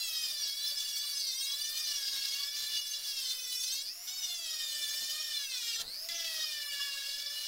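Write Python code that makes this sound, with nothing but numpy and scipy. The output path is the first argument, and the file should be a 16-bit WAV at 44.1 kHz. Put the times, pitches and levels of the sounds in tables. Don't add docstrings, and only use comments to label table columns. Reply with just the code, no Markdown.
import sys
import numpy as np
from scipy import signal
from scipy.fft import rfft, irfft, next_fast_len
from scipy.io import wavfile
from scipy.ndimage import uniform_filter1d

SR = 44100
rng = np.random.default_rng(int(sys.argv[2]) if len(sys.argv) > 2 else 0)


def transcribe(u):
    v = np.clip(np.atleast_2d(u).T, -1, 1)
    q = np.round(v * 32767).astype(np.int16)
    wavfile.write(sys.argv[1], SR, q)


N = 329427
TIME = np.arange(N) / SR

# f/Hz, gain/dB
GRIT_SPECTRUM = [(300, -30), (900, -24), (1700, -14), (2200, -14), (2700, -10), (3400, -2), (4300, -2),
                 (5400, -2), (6500, -4), (8000, -7), (10000, -11), (15000, -10)]


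def grinding(angle, tip, ease_db, grit_db):
    whine = from_db(ease_db) * steel_whine(angle, tip)
    grains = wrench(colour(loose_grit(angle), GRIT_SPECTRUM))
    grit = from_db(-47 + 3.5 * tip + grit_db + 0.65 * drift(4.7)) * rms_one(grains)
    judder_db = 1.3 * drift(22)
    return touching() * from_db(judder_db) * (whine + grit)


def steel_whine(angle, tip):
    # start/s, end/s, depth/1
    bounces = [(.24, .35, 0.2), (2.56, 2.79, 0.3), (4.5, 4.66, 0.1), (5.62, 5.815, 0.17), (6.1, 6.26, 1)]
    # f/Hz, gain/dB
    radiation = [(900, -22), (1500, -16), (2100, -13), (2800, -12), (3300, -6), (4400, 1.5), (5400, 0.5),
                 (6200, 0), (7200, 5), (9300, -3.5), (10200, -8), (11300, -3.5), (13000, -14.5),
                 (15500, -7.5)]
    # low/Hz, high/Hz
    bands = [(3800, 6400), (950, 2400), (2400, 3800), (6400, 15700)]
    # t/s, half-length/s, screech/dB, ring/dB
    digs = [(.05, 0.054, 1.5, 6.5), (.18, 0.045, 2, 4.5), (.44, 0.027, 6.5, -3), (.66, 0.091, 2.5, 3.5),
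            (1.01, 0.019, 4.5, 8.5), (1.22, 0.17, 3, -5.5), (1.52, 0.038, 4.5, 8.5),
            (1.87, 0.056, 3.5, 1.5), (2.12, 0.17, 3, -0.5), (2.76, 0.08, 1, 9.5), (3.17, .04, 3, 3.5),
            (3.33, 0.083, 0.5, 6), (3.64, 0.13, 2.5, 1.5), (4.25, 0.01, 5.5, 9.5), (4.33, 0.022, -8, 9.5),
            (4.66, 0.032, 1, 8), (4.84, 0.035, 0.5, 8), (5.1, 0.033, 2, 3), (5.37, 0.031, 3.5, 8),
            (5.7, 0.059, 2.5, 4.5), (6.46, .025, 5, 5.5), (6.83, .03, -1, 6)]
    # t/s, level/dB
    drone = [(0, -57.5), (1.3, -59), (1.75, -54), (2.7, -54), (2.85, -60.5), (4.45, -61), (4.6, -52.5),
             (5.75, -51.5), (6.1, -48.5), (6.4, -51), (6.6, -49), (6.82, -44.5), (7.15, -53.5)]
    # t/s, level/dB
    sizzle = [(.12, -43), (.35, -50), (1.65, -45.5), (2.3, -53), (3.65, -44.5), (4.15, -48), (5, -43.5),
              (5.45, -50), (5.75, -47), (6.1, -60), (6.8, -52), (7.4, -56)]
    bounce = 1 + np.clip(holds(bounces)[0], 0, 1) * np.cos(angle / 2)
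    scrape = wrench(colour(bounce * stone_scrape(angle, tip), radiation))
    dig_screech_db, dig_ring_db = swells(digs)
    screech_db = -40.5 - 3 * tip + dig_screech_db
    ring_db = -46.5 - 0.24 * tip + dig_ring_db
    levels_db = [screech_db, curve(drone), ring_db, curve(sizzle)]
    return sum(from_db(db + 1.28 * drift(16)) * steady(band(scrape, low, high, order=5))
               for (low, high), db in zip(bands, levels_db))


def stone_scrape(angle, tip, patchy_db=5.0, wear_db=1.3):
    # bumps/turn, flank/dB, tip/dB
    profile = [(2, -4.5, -5), (3, -2.5, 5), (4, 0, 2.5), (5.1, 1, 10.5), (6, 2.5, 6.5), (7, 0.5, 5.5),
               (8.15, 0, 3), (8.98, -2.5, 5), (10.03, -2, -11.5), (10.95, -2.5, -3.5), (14.6, 4, -11),
               (31.7, 15.5, -4)]
    orders, flank_db, tip_db = np.transpose(profile)
    scrape = 0
    for k in range(2, 33):
        profile_db = (1 - tip) * np.interp(k, orders, flank_db) + tip * np.interp(k, orders, tip_db)
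        slip_rad = (.3 + .027 * k) * drift(55)
        swell_db = wear_db * drift(1.5) + patchy_db * drift(20)
        phase = k * angle + slip_rad + rng.uniform(0, 2 * np.pi)
        scrape += from_db(profile_db + swell_db) * np.cos(phase)
    return rms_one(scrape)


def loose_grit(angle, grains_per_s=18000, spread_db=1.2, bite=0.45):
    grains = (rng.random(N) < grains_per_s / SR) * rng.standard_normal(N)
    sizes = from_db(spread_db * np.minimum(rng.exponential(1, N), 4))
    return rms_one(grains * sizes * (1 + bite * np.cos(angle)))


def wrench(x):
    # f/Hz, width/Hz, gain/dB
    modes = [(1383, 17, 3), (1738, 106, 2), (2928, 164, 1.5), (3448, 310, 4.5), (4113, 12, 13),
             (4950, 560, 3), (5520, 30, 9.5)]
    return x + ring(x, modes)


def touching():
    # start/s, end/s, fade/s, landing/s
    lifts = [(3.81, 4.068, .035, .014), (5.817, 6.087, .006, .001)]
    gain = 1
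    for start, end, fade, landing in lifts:
        leaving = np.exp(-np.maximum(TIME - start, 0) / fade) * (TIME < end)
        gain *= leaving + np.clip((TIME - end) / landing, 0, 1)
    return gain


def catches(decay_s=0.0023):
    # t/s, level/dB
    snags = [(2.569, -40), (5.812, -39), (6.088, -31), (6.206, -36)]
    blows = sum(from_db(db) * (TIME >= t) * np.exp(-np.abs(TIME - t) / decay_s) for t, db in snags)
    return blows * rms_one(colour(rng.standard_normal(N), GRIT_SPECTRUM))


def whirr(angle, speed_hz, tip, rattle_db, ripple_hz=200, throb=.45):
    rattle = np.cos(8 * angle) * (.6 + drift(420)) + np.sin(8 * angle) * drift(420)
    housing = resonance(rattle, hz=4800, width_hz=1300)
    housing = steady(band(housing, 4000, 5700), samples=400)
    bursts = 1 + throb * np.cos(2 * np.pi * ripple_hz * TIME + 0.22 * drift(30))
    speed_db = -0.5 * np.log2(speed_hz / speed_hz.mean())
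    level_db = -50 + 1.5 * tip + speed_db + rattle_db + 0.5 * drift(4.1)
    return from_db(level_db) * rms_one(housing * bursts)


def unbalance(angle, speed_hz, tip, boom_hz=676, half_width_hz=71):
    half_speed = from_db(-15 + 4 * drift(4)) * np.cos(angle / 2 + drift(10))
    boom_db = 18 * tip ** 2 / (1 + ((speed_hz - boom_hz) / half_width_hz) ** 2)
    level_db = -75 - 2.5 * tip + boom_db + 4.1 * drift(28.5)
    return np.sqrt(2) * from_db(level_db) * (np.cos(angle) + half_speed)


def motor(angle, speed_hz, nominal_hz=570):
    # cycles/turn, rms at nominal speed/dB
    harmonics = [(3, -70), (4, -64), (10, -59), (16, -60), (18, -68), (21, -62.5), (22, -84), (24, -69),
                 (25, -95)]
    # f/Hz, gain/dB
    air_spectrum = [(300, -16), (700, -14), (1200, -5), (2200, -4), (2700, -1), (3600, -2), (5200, 2),
                    (6800, -2), (8300, -4), (11000, 0), (12800, -2), (15000, 2)]
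    tones = sum(from_db(db + 3 * drift(12)) * np.cos(k * angle + .9 * drift(70)) for k, db in harmonics)
    rush = rms_one(colour(band(rng.standard_normal(N), 280, 17000), air_spectrum))
    air = from_db(-51.7 + 1.8 * drift(9)) * rush
    return speed_hz / nominal_hz * (np.sqrt(2) * tones + air)


def bench(grit_db):
    # t/s, level/dB, half-length/s
    jolts = [(4.78, -82, 0.077), (5.031, -59, 0.016), (5.813, -67, 0.012), (5.845, -58.5, 0.065),
             (6.113, -72, 0.02)]
    # f/Hz, width/Hz, gain/dB
    modes = [(32.2, 18, 1.5), (131, 79, -6.5), (240.4, 22, -5), (400, 260, -10), (654, 34, -2)]
    murmur = from_db(-77 + 0.92 * grit_db + 3.7 * drift(36))
    thuds = sum(from_db(db) * np.exp(-((TIME - t) / half_s) ** 2) for t, db, half_s in jolts)
    return (murmur + thuds) * rms_one(ring(rng.standard_normal(N), modes))


def workshop(level_db=-72.5):
    # f/Hz, gain/dB
    spectrum = [(15, 17.5), (35, -14), (55, -4), (110, -4), (200, -36), (250, -21), (330, -3.5), (500, -32),
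                (1100, -41)]
    return from_db(level_db) * rms_one(colour(rng.standard_normal(N), spectrum))


def from_db(db):
    return 10 ** (np.asarray(db) / 20)


def rms_one(x):
    return x / np.sqrt(np.mean(x ** 2) + 1e-20)


def steady(x, samples=1500):
    return x / np.sqrt(np.maximum(uniform_filter1d(x * x, samples), 1e-12))


def curve(rows):
    return np.interp(TIME, *np.transpose(rows))


def swells(rows):
    return sum(np.outer(sizes, np.exp(-np.minimum(((TIME - t) / half_s) ** 2, 50)))
               for t, half_s, *sizes in rows)


def holds(rows, ramp_s=0.021):
    return sum(np.outer(sizes, np.clip(np.minimum(TIME - start, end - TIME) / ramp_s + .5, 0, 1))
               for start, end, *sizes in rows)


def drift(rate_hz):
    hop = 20
    pole = np.exp(-2 * np.pi * rate_hz * hop / SR)
    noise = rng.standard_normal(N // hop + 2002)
    slow = signal.lfilter([1], [1, -2 * pole, pole * pole], noise)[2000:]
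    return np.interp(np.arange(N) / hop, np.arange(len(slow)), rms_one(slow))


def colour(x, spectrum):
    size = next_fast_len(N + 4096)
    hz, db = np.transpose(spectrum)
    bins_hz = np.maximum(np.arange(size // 2 + 1) * SR / size, 1)
    gain = from_db(np.interp(np.log(bins_hz), np.log(hz), db))
    return irfft(rfft(x, size) * gain, size)[:N]


def band(x, low_hz, high_hz, order=2):
    return signal.sosfilt(signal.butter(order, [low_hz, high_hz], "band", fs=SR, output="sos"), x)


def resonance(x, hz, width_hz):
    r = np.exp(-np.pi * width_hz / SR)
    feedback = [1, -2 * r * np.cos(2 * np.pi * hz / SR), r * r]
    return signal.lfilter(np.array([1, 0, -1]) * (1 - r * r) / 2, feedback, x)


def ring(x, modes):
    return sum(from_db(db) * resonance(x, hz, width_hz) for hz, width_hz, db in modes)


def scene():
    # t/s, f/Hz
    spindle = [(0.0, 687.0), (0.12, 642.5), (0.23, 630.1), (0.5, 549.5), (0.66, 579.4), (0.96, 564.5),
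               (1.06, 577.3), (1.23, 554.7), (1.31, 515.6), (1.66, 592.2), (1.81, 609.2), (2.04, 545.2),
               (2.29, 546.7), (2.56, 583.3), (3.06, 568.6), (3.27, 514.3), (3.56, 496.3), (3.7, 514.5),
               (3.87, 577.1), (3.91, 648.6), (4.02, 711.0), (4.12, 746.2), (4.2, 749.1), (4.47, 643.9),
               (4.66, 604.8), (4.89, 584.1), (5.22, 619.5), (5.35, 592.2), (5.62, 475.6), (5.84, 448.8),
               (5.91, 538.2), (6.01, 629.9), (6.1, 682.2), (6.16, 678.8), (6.64, 579.8), (7.03, 554.4),
               (7.41, 586.3), (7.47, 570.0)]
    # t/s, position (0 flank, 1 tip)
    contact = [(3.8, 0), (4.1, .7), (5.8, .7), (6.1, 1)]
    # start/s, end/s, whine/dB, grit and rattle/dB
    eases = [(.5, .61, -0.5, -4), (1.33, 1.46, 0, -7), (2.49, 2.54, -2.5, -1), (2.8, 2.92, -2.5, -7),
             (2.97, 3.06, -5.5, -2), (3.35, 3.44, -2.5, -11), (3.46, 3.62, 0.5, -7),
             (4.12, 4.22, -2.5, -10), (4.38, 4.44, -2.5, -6), (5.45, 5.5, -1, -5), (5.822, 5.86, 10, 0),
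             (6.14, 6.2, 0, -2), (6.65, 6.71, -2, -14), (7.24, 7.32, 0.5, -5)]
    # start/s, end/s, grit/dB, rattle/dB
    rough_spells = [(.06, .15, 3, 1), (.24, .35, 4.5, -2), (.39, .5, 2, 8), (.92, 1.16, -2.5, 3),
                    (1.19, 1.32, -3, 12), (1.66, 1.84, 0.5, 3), (1.86, 1.98, 4.5, 5), (2.0, 2.48, 5, 3),
                    (2.55, 2.66, 7.5, 4), (2.69, 2.795, 4.5, 4), (3.07, 3.13, -1, 9), (3.21, 3.32, 2, 8),
                    (3.7, 3.8, -3, 6.5), (3.855, 3.93, 12, 9), (4.44, 4.68, 1, -3.5),
                    (5.795, 5.825, 10, -7), (5.87, 6.06, 0, 6.5), (6.09, 6.31, 0, -1)]
    speed_hz = curve(spindle) * (1 + .003 * drift(14))
    angle = 2 * np.pi * np.cumsum(speed_hz) / SR
    tip = curve(contact)
    ease_db, calm_db = holds(eases)
    grit_db, rattle_db = holds(rough_spells) + calm_db
    mix = whirr(angle, speed_hz, tip, rattle_db)
    mix += grinding(angle, tip, ease_db, grit_db) + catches()
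    mix += unbalance(angle, speed_hz, tip) + motor(angle, speed_hz)
    mix += workshop() + bench(touching() * grit_db)
    return np.array([mix, mix])


def record(dry, cutoff_hz=15750):
    return signal.sosfilt(signal.ellip(12, .1, 80, cutoff_hz, fs=SR, output="sos"), dry)


dry = scene()
out = record(dry)
transcribe(out)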